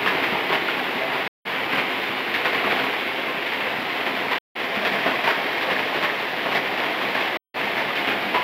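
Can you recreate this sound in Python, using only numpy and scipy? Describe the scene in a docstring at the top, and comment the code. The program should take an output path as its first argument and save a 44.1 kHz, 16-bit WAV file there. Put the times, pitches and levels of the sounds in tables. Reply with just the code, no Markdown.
"""A thin waterfall drops through a cave roof into a rock pool. From the start, drops patter and
bubbles ring over churning water. Lumps of the stream slap the surface and plunge in throughout;
large trapped bubbles ring, most in the first second. The cave answers with a diffuse tail.
The sound cuts out briefly at 1.3 s. From 2.6 s the microphone turns toward a side wall, after
4.9 s partly back, shifting the colour. Two more short silences fall at 4.4 and 7.4 s."""
import sys
import numpy as np
from scipy import signal
from scipy.fft import rfft, irfft, next_fast_len
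from scipy.io import wavfile
from scipy.ndimage import map_coordinates

SR = 44100
rng = np.random.default_rng(int(sys.argv[2]) if len(sys.argv) > 2 else 0)


def digitize_waveform(pressure):
    """Quantize a signal to 16-bit integers and store it at the path in sys.argv[1].

    Rows of a 2-D input are taken as channels; values are limited to [-1, 1].
    """
    field = np.atleast_2d(pressure).T
    bounded = np.clip(field, -1, 1)
    quanta = np.round(bounded * 32767).astype(np.int16)
    wavfile.write(sys.argv[1], SR, quanta)


N = 371763


def amp(db):
    """dB to gain."""
    return 10 ** (np.asarray(db) / 20)


def unit(x):
    """Scale to rms 1."""
    return x / np.sqrt(np.mean(x ** 2) + 1e-20)


def along(points, hz):
    """Interpolate (f/Hz, value) points on a log frequency axis."""
    points_hz, values = np.transpose(points)
    return np.interp(np.log(hz + 1), np.log(points_hz), values)


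def bells_db(rows, hz):
    """Sum of peaks and dips; rows: f/Hz, width/Hz, gain/dB."""
    return sum(db / (1 + (2 * (hz - centre_hz) / width_hz) ** 2) for centre_hz, width_hz, db in rows)


def wobble(rate_hz):
    """Smooth random curve with knots at rate_hz."""
    knots = rng.standard_normal(int(N * rate_hz / SR) + 4)
    return map_coordinates(knots, [np.arange(N) * rate_hz / SR])


def coloured(x, db_of_hz):
    """Minimum-phase filter with the given dB response."""
    size = 2 * next_fast_len(N // 2 + SR // 10)
    gain = amp(db_of_hz(np.fft.rfftfreq(size, 1 / SR)))
    cepstrum = irfft(np.log(gain), size)
    cepstrum[1:size // 2] *= 2
    cepstrum[size // 2 + 1:] = 0
    return irfft(rfft(x, size) * np.exp(rfft(cepstrum)), size)[:N]


def shaped(x, spectrum):
    """Give a white signal a spectrum at equal power."""
    power = np.mean(amp(along(spectrum, np.arange(SR // 2))) ** 2)
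    return coloured(x, lambda hz: along(spectrum, hz)) / np.sqrt(power)


def add(track, start_s, sound):
    """Mix sound into track at start_s."""
    start = int(np.clip(round(start_s * SR), 0, N))
    track[start:start + len(sound)] += sound[:N - start]


def impacts(rate_hz, scatter_db):
    """Drops land as randomly timed impulses of uneven size; rms 1."""
    lands = rng.random(N) < rate_hz / SR
    polarity = np.sign(rng.standard_normal(N))
    size = amp(scatter_db * np.clip(rng.standard_normal(N), -2, 2))
    return unit(lands * polarity * size)


def bubbles(count, low_hz, high_hz, cycles, rise, scatter_db):
    """Bubbles ring down and rise in pitch as they near the surface; rms 1."""
    when, pitch, life, loudness = rng.random((count, 4)).T[:, :, None]
    hz = low_hz * (high_hz / low_hz) ** pitch
    t = np.arange(SR // 25) / SR
    age = t * hz / (cycles * (0.5 + life))
    level_db = scatter_db * np.minimum(-np.log(loudness), 4)
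    envelope = amp(level_db - 60 * age) * (1 - t / t[-1]) * np.sqrt(hz / high_hz)
    rings = envelope * np.sin(2 * np.pi * hz * t * (1 + rise * np.minimum(age, 1)))
    samples = (when * N).astype(int) + np.arange(len(t))
    return unit(np.bincount(samples.ravel(), rings.ravel(), N)[:N])


def pour():
    """The stream churns the pool, sprays drops on it and drives air under; all follow its flow."""
    # strength of the pour: t/s, level/dB
    flow = [(0, -22.5), (0.7, -24.5), (1.6, -25), (2.25, -25), (2.7, -23), (3.25, -26), (4.2, -24.8),
            (4.65, -26.5), (5, -24.5), (6.2, -25.5), (8.42, -24.5)]
    # spectrum of the churning pool: f/Hz, density/dB
    churn_spectrum = [(25, -52), (45, -45), (70, -22), (100, -15.5), (190, -6), (350, 4), (800, 2.5),
                      (1350, -2), (2100, 3), (3300, -4), (5000, -19), (6300, -34), (15500, -31)]
    # spectrum of the pattering drops: f/Hz, density/dB
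    patter_spectrum = [(40, -56), (100, -28), (250, -4.5), (800, -0.5), (1350, -6), (2100, 2), (3300, -6.5),
                       (5000, -24), (6300, -34.5), (15500, -37.5)]
    flow_db = np.interp(np.arange(N) / SR, *np.transpose(flow)) + 0.5 * wobble(rate_hz=24)
    churn = amp(-1) * shaped(rng.standard_normal(N), churn_spectrum)
    patter_db = -4 + wobble(rate_hz=60)
    patter = amp(patter_db) * shaped(impacts(rate_hz=1100, scatter_db=3.5), patter_spectrum)
    burble = bubbles(count=900, low_hz=598, high_hz=1814, cycles=49, rise=0.071, scatter_db=4)
    gurgle = bubbles(count=500, low_hz=195, high_hz=761, cycles=31, rise=0.079, scatter_db=3.5)
    return amp(flow_db) * (churn + patter + amp(-12) * burble + amp(-15.5) * gurgle)


def small_lumps(count, mean_db, spread_db):
    """Small lumps break off the stream at uneven intervals; rows: t/s, level/dB, depth/1."""
    jitter, size, depths = rng.random((count, 3)).T
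    times_s = (np.arange(count) + jitter) / count * N / SR
    return np.column_stack([times_s, mean_db + spread_db * (2 * size - 1), depths])


def landing_envelope(depth, attack_s):
    """A landing builds, holds while the lump goes in, then dies with the falling spray."""
    hold_s, release_t60_s = 0.019 + 0.018 * depth, 0.14
    t = np.arange(SR // 2) / SR
    released_s = np.maximum(t - hold_s, 0)
    return amp(-60 * released_s / release_t60_s) * (1 - np.exp(-t / attack_s))


def splashes():
    """Each lump smacks; a flat one throws spray, a deep one slaps and its cavity closes low."""
    # large lumps landing: t/s, level/dB, depth/1 (0 flat, all spray; 1 deep, hollow)
    large_lumps = [(0.06, -19, 0.4), (0.097, -27.7, 0.94), (0.228, -26.6, 0), (0.321, -24.5, 0.95),
                   (0.494, -21, 0.7), (0.528, -20, 0.45), (0.682, -23, 0.3), (0.766, -28, 0.5),
                   (1.127, -24.5, 0.73), (1.725, -21.5, 0.5), (1.773, -21, 0.55), (2.34, -21, 0.2),
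                   (2.448, -19, 0.38), (2.53, -21.3, 0.5), (2.64, -23, 0.8), (2.7, -20.5, 0.6),
                   (2.787, -25.5, 0.6), (2.837, -24.5, 0.55), (3.461, -26, 0.3), (3.52, -27, 0.2),
                   (3.645, -29, 0.76), (4.057, -23, 0.5), (4.311, -22.5, 0.36), (4.747, -26, 0.3),
                   (4.849, -20.5, 0.3), (4.919, -24.5, 0.57), (5.061, -22, 0.52), (5.24, -21, 0.53),
                   (5.275, -17.5, 0.49), (5.614, -26.0, 0.2), (5.7, -22.5, 0.5), (5.944, -24.5, 0.48),
                   (6.026, -20.5, 0.42), (6.453, -25.5, 0.8), (6.513, -23.5, 0.6), (6.549, -19, 0.45),
                   (6.775, -25.5, 0.4), (6.837, -25.3, 0.5), (7.012, -24.5, 0.62), (7.147, -22.5, 0.6),
                   (7.207, -27, 0.2), (7.627, -27.3, 0.5), (7.768, -24, 0.41), (7.955, -23, 0.1),
                   (8.073, -21.5, 0.3), (8.343, -20.5, 0.63)]
    # thrown spray: f/Hz, density/dB
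    spray_spectrum = [(300, -46.5), (1000, -14.5), (1600, 1.5), (2200, 3.5), (3300, -5), (5000, -20),
                      (6500, -34.5), (15500, -34)]
    # slap on the surface: f/Hz, density/dB
    slap_spectrum = [(100, -46), (400, -8), (700, 0), (1100, 0), (1600, -7.5), (3000, -18.5), (8000, -57.5)]
    # closing cavity: f/Hz, density/dB
    plunge_spectrum = [(35, -33.5), (90, -17.5), (200, -3), (400, 1.5), (700, -3), (2500, -55), (6000, -79)]
    attack_s, smack_db = 0.001, 20
    lumps = np.vstack([large_lumps, small_lumps(count=30, mean_db=-33, spread_db=3.5)])
    times_s, levels_db, depths = lumps.T
    parts = [(spray_spectrum, amp(-0.5) * np.sqrt(1 - depths)),
             (slap_spectrum, amp(-2.5) * np.sqrt(depths)),
             (plunge_spectrum, amp(-5) * depths)]
    track = np.zeros(N)
    for spectrum, shares in parts:
        smacks, power = np.zeros((2, N))
        for start_s, gain, depth in zip(times_s, amp(levels_db) * shares, depths):
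            add(smacks, start_s + attack_s, [gain * amp(smack_db)])
            add(power, start_s, (gain * landing_envelope(depth, attack_s)) ** 2)
        drops = unit(impacts(rate_hz=1200, scatter_db=3.5) + amp(-4.5) * rng.standard_normal(N))
        track += shaped(smacks + np.sqrt(power) * drops, spectrum)
    return track


def glugs(attack_s=0.00045):
    """Large trapped bubbles ring at one pitch each."""
    # bubble rings: t/s, f/Hz, level/dB, t60/s
    large_bubbles = [(.062, 1140, -7.5, 0.015), (0.075, 1700, -7.5, 0.018), (.15, 300, -20, 0.068),
                     (.322, 213, -24, .099), (.355, 806, -14.5, .039), (.527, 640, -19, 0.085),
                     (.686, 1440, -12.5, 0.028), (1.01, 658, -26, 0.39), (4.771, 220, -30, .12),
                     (4.915, 194.5, -31.5, 0.17), (5.277, 930, -12.5, .07), (8.346, 995, -18, 0.37)]
    track, t = np.zeros(N), np.arange(SR // 4) / SR
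    for start_s, hz, level_db, t60_s in large_bubbles:
        envelope = amp(level_db - 60 * t / t60_s) * (1 - np.exp(-t / attack_s))
        add(track, start_s, envelope * np.sin(2 * np.pi * hz * t))
    return track


def cave(water, build_s=0.0052):
    """Rock walls return a diffuse tail, shortest in the bass; the tail is drawn afresh every quarter second."""
    # decay of the cave: f/Hz, t60/s
    decay = [(100, 0.36), (1000, 0.86), (4000, 0.83), (15000, 0.89)]
    wet, block = np.zeros(N), SR // 4
    for start in range(0, N, block):
        hz, t, noise = signal.stft(rng.standard_normal(SR // 2), SR, nperseg=256)
        t60_s = along(decay, hz)[:, None]
        tail = signal.istft(noise * amp(-60 * t / t60_s), SR, nperseg=256)[1]
        tail *= 1 - np.exp(-np.arange(len(tail)) / SR / build_s)
        tail /= np.linalg.norm(tail)
        add(wet, start / SR, signal.fftconvolve(water[start:start + block], tail))
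    return wet


def side_wall(x):
    """The side wall reinforces some bands as the microphone turns toward it."""
    # turn toward the wall: t/s, share/1
    turn = [(0, 0), (2.6, 0), (4.2, 0.3), (4.9, 1), (7.4, 0.7), (8.4, .3)]
    # bands the wall reinforces: f/Hz, width/Hz, gain/dB
    wall_peaks = [(187, 21, 2), (590, 96, 3), (693, 93, 4), (1820, 210, 2), (5540, 2200, 3)]
    share = np.interp(np.arange(N) / SR, *np.transpose(turn))
    return (1 - share) * x + share * coloured(x, lambda hz: bells_db(wall_peaks, hz))


def scene():
    """Water heard directly and off the walls, coloured by the rock hollow; mono."""
    # resonances and dips of the hollow: f/Hz, width/Hz, gain/dB
    hollow = [(145.6, 21, 7), (169, 13, -3.5), (198, 13, 5.5), (263.4, 14, 5), (395, 30, 1),
              (584, 49, -4.5), (700, 35, 0), (1058, 55, 2)]
    water = amp(-1) * pour() + amp(0.6) * splashes() + amp(2) * glugs()
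    in_cave = amp(-1.5) * water + amp(-8.5) * cave(water)
    in_hollow = coloured(in_cave, lambda hz: bells_db(hollow, hz))
    return side_wall(in_hollow)[None]


def record(dry):
    """Microphone colour, bass cut, three silences with quick fades, band limit."""
    # notches and broad peak of the microphone port: f/Hz, width/Hz, gain/dB
    port = [(8260, 260, -18), (9250, 600, -4), (13550, 2300, 6.5), (15900, 1200, -3)]
    # silences: start/s, end/s
    silences = [(1.279, 1.451), (4.386, 4.552), (7.373, 7.541)]
    low_hz, top_hz = 64, 15750
    close_s, reopen_s = 0.002, 0.012
    t = np.arange(N) / SR
    x = coloured(dry[0], lambda hz: bells_db(port, hz))
    x = signal.sosfilt(signal.butter(6, low_hz, "high", fs=SR, output="sos"), x)
    for start_s, end_s in silences:
        closing = np.clip((start_s - t) / close_s, 0, 1)
        opening = 1 - np.exp(-np.maximum(t - end_s, 0) / reopen_s)
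        x *= closing + opening
    passband = np.fft.rfftfreq(N, 1 / SR) < top_hz
    return irfft(rfft(x) * passband, N)[None]


dry = scene()
out = record(dry)
digitize_waveform(out)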